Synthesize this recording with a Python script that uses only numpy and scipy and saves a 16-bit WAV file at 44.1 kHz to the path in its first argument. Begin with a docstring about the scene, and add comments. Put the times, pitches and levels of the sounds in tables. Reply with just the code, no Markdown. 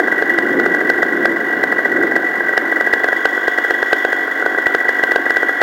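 """An idling engine's thin metal whine near 2 kHz and ringing exhaust pops, close up, over a throb and rushing air.
It is a paramotor's two-stroke in a glide: strong firings come two to thirteen turns apart, weaker turns between.
Combustion sets off a metal resonance and rattles the fins; a moment later the exhaust pulse leaves and its pipe rings.
The intake throb is a filtered pulse on every turn; propeller wash and gusts, strongest early, are coloured noise.
A faint treble hiss swells on each turn, and the strongest pops overload the microphone input."""
import sys
import numpy as np
from scipy import signal
from scipy.fft import rfft, irfft, next_fast_len
from scipy.io import wavfile
from scipy.ndimage import uniform_filter1d

SR = 44100
rng = np.random.default_rng(int(sys.argv[2]) if len(sys.argv) > 2 else 0)


def pcm_store(signal):
    """Save signal as 16-bit PCM."""
    levels = np.round(np.clip(np.atleast_2d(signal), -1, 1) * 32767)
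    wavfile.write(sys.argv[1], SR, levels.astype(np.int16).T)


N = 247842
TIME = np.arange(N) / SR

# how openly the engine faces the microphone: time_s, bright_metal_gain_db
FACING_CURVE = [(0, -8), (2.2, -13), (2.8, -8), (3.3, 2), (4.0, 2), (4.7, -3.5), (5.6, -1)]
WHINE_LEAD_S = 0.0124   # combustion comes this long before the exhaust blast peaks


def from_db(db):
    """Decibels to gain."""
    return 10 ** (np.asarray(db) / 20)


def rms_one(x):
    """Scales a signal to rms 1."""
    return x / np.sqrt(np.mean(x ** 2) + 1e-20)


def in_time(curve):
    """Reads a curve of (time, value) points at every sample."""
    return np.interp(TIME, *np.transpose(curve))


def colour(x, spectrum):
    """Causal minimum-phase filter through the points of a spectrum, built by folding its cepstrum."""
    size = next_fast_len(len(x) + 8192)
    size += size % 2
    hz, level_db = np.transpose(spectrum)
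    log_hz = np.log(np.fft.rfftfreq(size, 1 / SR) + 1)
    gain = from_db(np.interp(log_hz, np.log(hz), level_db))
    cepstrum = irfft(np.log(gain))
    cepstrum[1:size // 2] *= 2
    cepstrum[size // 2 + 1:] = 0
    response = np.exp(rfft(cepstrum))
    return irfft(rfft(x, size) * response)[:len(x)]


def noise(spectrum):
    """Steady coloured noise of rms 1."""
    return rms_one(colour(rng.standard_normal(N), spectrum))


def place(times, sounds):
    """Lays one short sound (a row) at each time; a second of margin at both ends is cut off."""
    out = np.zeros(N + 2 * SR)
    for time_s, sound in zip(times, sounds):
        start = SR + round(time_s * SR)
        out[start:start + len(sound)] += sound
    return out[SR:SR + N]


def swell(rise_s, decay_s):
    """A 0.1 s envelope that builds up and dies away; its top is 1."""
    t = TIME[:SR // 10]
    shape = (1 - np.exp(-(t / rise_s) ** 2)) * np.exp(-t / decay_s)
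    return shape / shape.max()


def rings(times, level_db, envelope, hz, spread_hz, phase_scatter_cycles):
    """A resonance set ringing at each time, never at quite the same pitch or phase."""
    pitch, phase = rng.standard_normal((len(times), 2)).T[:, :, None]
    cycles = (hz + spread_hz * pitch) * TIME[:len(envelope)] + phase_scatter_cycles * phase
    tones = np.sin(2 * np.pi * cycles)
    return place(times, from_db(level_db)[:, None] * envelope * tones)


def crank():
    """Every turn's time, blast dB and whine dB: a firing, a spent turn, then misfires or a weak firing."""
    # strong firings: time_s (peak of the exhaust blast), blast_db, whine_db
    firings = [(0.0023, -3, -5.5), (0.0829, -5, -7.5), (0.1261, -5.5, -5), (0.1893, -10.5, -6),
               (0.2254, -3.5, -10), (0.3049, -6.5, -2), (0.388, -3.5, -5), (0.4325, -14, -8.5),
               (0.5994, -6, -7), (0.6627, -4, -7), (0.749, -5.0, -6.5), (0.8144, -6.5, -6.5),
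               (0.902, -2.5, -3), (1.0305, -3.5, -4), (1.2568, -2, -6.5), (1.3709, -7.5, -10.5),
               (1.6399, -3, -4.5), (1.7269, -4.5, -6.0), (1.7923, -5.5, -5.5), (1.8585, -5, -4),
               (1.972, -8, -7.0), (2.0359, -6, -5.5), (2.1215, -7, -8), (2.1651, -3.5, -4),
               (2.408, -5.5, -10), (2.4939, -6, -6.5), (2.5367, -7, -7.5), (2.5787, -1.5, -4.5),
               (2.726, -6, -5.5), (2.7688, -9.0, -5.5), (2.8108, -5, -5.5), (2.8738, -5, -4.5),
               (2.9376, -3.0, -2), (3.0029, -8.5, -9.5), (3.0449, -3.5, -5.5), (3.0877, -5, -8.0),
               (3.1302, -4, -6), (3.1729, -13, -6.5), (3.2564, -0.5, -7.5), (3.3786, -7.0, -13),
               (3.482, -2.5, -7), (3.5864, -5, -5.5), (3.6493, -6, -6), (3.7095, -3.0, -6.5),
               (3.8296, -4.0, -9), (3.9316, 0, -6.5), (4.0514, -2, -12.5), (4.1313, -4.5, -7),
               (4.2804, -7, -12.5), (4.4263, -6.5, -14), (4.464, -3, -10.5), (4.5486, -7.5, -16),
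               (4.587, -4.5, -6.5), (4.6689, -4.5, -2), (4.75, -2, -5.5), (4.8545, -7.5, -9),
               (4.893, -4.0, -3), (4.9968, -6.5, -7), (5.0385, -3, -4.0), (5.1201, -4, -3.5),
               (5.1616, -1.5, -11), (5.266, -5.5, -6.5), (5.3069, -4.5, -6), (5.37, -4.5, -4),
               (5.4319, -5, -7.5), (5.4947, -5, -5), (5.6179, -1.5, -4.5)]
    turns_per_s = 47.2   # nominal idle; sets how many turns fit between strong firings
    # kinds of turn between strong firings: (blast dB, whine dB)
    spent, misfire, weak_firing = (-17, -19.5), (-14, -12), (-11.5, -10)
    weak_firing_chance = 0.36   # on a turn when the cylinder has cleared
    scatter_db = 1.5

    turns = []
    for this, following in zip(firings, firings[1:]):
        count = max(1, round((following[0] - this[0]) * turns_per_s))
        turns.append(this)
        kind = spent
        for k, time_s in enumerate(np.linspace(this[0], following[0], count + 1)[1:-1]):
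            levels_db = np.array(kind) + scatter_db * rng.standard_normal(2)
            turns.append([time_s, *levels_db])
            # choose the next turn; the one before a strong firing only gathers fuel
            catches = rng.random() < weak_firing_chance and k < count - 3
            if kind is weak_firing:
                kind = spent
            else:
                kind = weak_firing if catches else misfire
    return np.array(turns + [firings[-1]]).T


def engine_beat(times, whine_db):
    """The force of combustion through time, one swell per turn; rms 1."""
    blow = swell(rise_s=0.003, decay_s=0.014)
    return rms_one(place(times - WHINE_LEAD_S, from_db(whine_db)[:, None] * blow))


def whine(times, level_db):
    """Combustion drives a metal resonance hard for part of a turn; it then rings on faintly."""
    pitch_hz, gain_db, after_db, drive_s = 1951, -2.5, -7.5, 0.012
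    after = from_db(after_db) * swell(rise_s=0.014, decay_s=0.013)
    drive_gate = np.exp(-(TIME[:len(after)] / drive_s) ** 4)
    driven = swell(rise_s=0.003, decay_s=0.05) * drive_gate
    envelope = (driven + after) / (driven + after).max()
    ringing = rings(times - WHINE_LEAD_S, level_db, envelope, pitch_hz,
                    spread_hz=6.4, phase_scatter_cycles=0.99)
    return from_db(gain_db) * ringing


def fins(beat):
    """Rattle surging with each combustion rings the fin and casing modes; bright ones are easily shadowed."""
    # cooling fin and casing resonances: pitch_hz, level_db (rms, before shadowing), width_hz
    modes = [(2020, -56, 9), (2080, -44, 18), (2150, -44, 25), (2860, -51.5, 12), (2992, -56, 14),
             (3020, -53, 25), (3257, -46.5, 15), (3392, -48, 32), (3440, -52, 40), (3530, -52, 40),
             (5190, -60.5, 170), (5580, -63, 30), (6700, -57.5, 270), (10840, -61, 160)]
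    facing = from_db(in_time(FACING_CURVE))
    rattle = np.sqrt(beat) * rng.standard_normal(N)
    out = np.zeros(N)
    for hz, level_db, width_hz in modes:
        radius = np.exp(-np.pi * width_hz / SR)   # a wider mode dies away sooner
        poles = [1, -2 * radius * np.cos(2 * np.pi * hz / SR), radius * radius]
        mode = from_db(level_db) * rms_one(signal.lfilter([1, 0, -1], poles, rattle))
        if 2950 < hz < 8000:
            mode = mode * facing
        out = mode - out   # neighbouring modes move in opposite senses
    return out


def exhaust(times, blast_db):
    """A pressure pulse with a slight turbulent tail leaves the silencer; the pipe rings with it."""
    # colour of the pop: frequency_hz, gain_db (relative)
    pop_colour = [(60, -36), (200, -31), (320, -2), (440, 6), (620, 0.5), (740, 3.5), (900, -8),
                  (1100, -8.5), (1400, -2), (2000, -17), (2600, -63), (8000, -71.5)]
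    pop_growth = 1.934   # dB of pop per dB of blast: hard firings bark, soft ones only ping
    pop_gain_db, pop_lead_s = 4.0, 0.002243
    pipe_hz, pipe_gain_db, pipe_lead_s = 1582, -0.48, 0.001503

    tail = 0.025 * swell(rise_s=0.0004, decay_s=0.002)
    puffs = tail * rng.standard_normal((len(times), len(tail)))
    puffs[:, 0] += 1   # the pressure pulse itself
    pulses = place(times - pop_lead_s, from_db(pop_growth * blast_db)[:, None] * puffs)
    # divide by the peak that a lone pulse reaches through the colour
    height = np.abs(colour(signal.unit_impulse(len(tail)), pop_colour)).max()
    pops = colour(pulses, pop_colour) / height

    pipe = rings(times - pipe_lead_s, blast_db, swell(rise_s=0.0014, decay_s=0.0028), pipe_hz,
                 spread_hz=47.0, phase_scatter_cycles=0.14)
    return from_db(pop_gain_db) * pops + from_db(pipe_gain_db) * pipe


def throb(times):
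    """The intake gulps once a turn, kept even by the flywheel and drawn out into a hum."""
    # colour of the intake: frequency_hz, level_db (relative)
    intake_colour = [(50, -52.5), (140, -35), (190, -29), (240, -2), (290, 5.5), (335, 7.5), (390, 4.5),
                     (550, 0), (660, -5), (730, 7), (820, -3), (1100, -14.5), (1500, -26), (6000, -82)]
    level_db, uneven_db, lead_s = -29, 3.0, 0.009944
    smear_s, smear_hz = 0.05, 302.2   # longest delay; frequency at which it has halved

    steady = np.linspace(times[0], times[-1], len(times))
    drift = times - steady
    for _ in range(2):
        drift = uniform_filter1d(drift, size=7, mode="nearest")
    gulp_db = uneven_db * rng.standard_normal((len(times), 1))
    gulps = place(steady + drift - lead_s, from_db(gulp_db))
    # the lows lag behind the highs: phase is the running sum of delay over frequency
    delay_s = smear_s / (1 + np.fft.rfftfreq(N, 1 / SR) / smear_hz)
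    lag_cycles = np.cumsum(delay_s) * SR / N
    drawn_out = irfft(rfft(gulps) * np.exp(-2j * np.pi * lag_cycles), N)
    return from_db(level_db) * rms_one(colour(drawn_out, intake_colour))


def air():
    """Propeller wash as steady coloured noise, and gusts brushing the microphone as noise that comes and goes."""
    # airflow over the microphone: time_s, gust_level_db
    gust_curve = [(0, -22), (0.35, -21.5), (0.55, -15), (0.85, -18.5), (1.08, -19.5), (1.25, -16),
                  (1.5, -22), (1.68, -19), (1.82, -23.5), (1.97, -14.5), (2.25, -24.5), (2.8, -26),
                  (3.4, -33.5), (5.62, -30.5)]
    # noise colours: frequency_hz, level_db (per Hz, relative)
    wash_colour = [(30, -49), (170, -55), (300, -12.5), (420, -3), (630, -3.5), (735, -0.5), (860, -7),
                   (1100, 0), (1260, -8.5), (1550, 9.5), (2050, -6.5), (2450, -24), (3400, -22.5),
                   (9000, -53)]
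    gust_colour = [(30, -45), (100, -26), (170, -13.5), (250, -1.5), (340, 6), (450, -2), (600, -8),
                   (1000, -25), (6000, -84.5)]
    wash_db, gust_gain_db = -23.5, -3.0
    gusts = from_db(gust_gain_db + in_time(gust_curve)) * noise(gust_colour)
    return from_db(wash_db) * noise(wash_colour) + gusts


def treble_hiss(beat):
    """A faint treble hiss, coloured noise that swells on each turn."""
    # noise colour: frequency_hz, level_db (per Hz, relative)
    hiss_colour = [(1500, 1), (2600, 13), (3500, 17.5), (3750, 9.5), (5200, 10), (6000, 7), (6800, 8),
                   (8000, 2), (10200, -1.5), (11200, 5.5), (15000, 5), (16000, 10)]
    level_db, shadow = -41.5, 0.086   # shadow: dB of hiss per dB of facing
    swelling = rms_one(0.35 + 0.65 * beat)
    gain = from_db(level_db + shadow * in_time(FACING_CURVE))
    return gain * swelling * noise(hiss_colour)


def scene():
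    """Engine, air and treble hiss, as heard from the harness, in one channel."""
    times, blast_db, whine_db = crank()
    beat = engine_beat(times, whine_db)
    engine = whine(times, whine_db) + fins(beat) + exhaust(times, blast_db) + throb(times)
    return (engine + air() + treble_hiss(beat))[None]


def record(dry):
    """The strongest pops overload the input and are flattened; a steep low-pass cuts the top."""
    ceiling, hardness, cutoff_hz = 0.705, 45, 15820
    flattened = dry / (1 + np.abs(dry / ceiling) ** hardness) ** (1 / hardness)
    low_pass = signal.ellip(12, 0.1, 90, cutoff_hz, fs=SR, output="sos")
    return signal.sosfilt(low_pass, flattened)


dry = scene()
out = record(dry)
pcm_store(out)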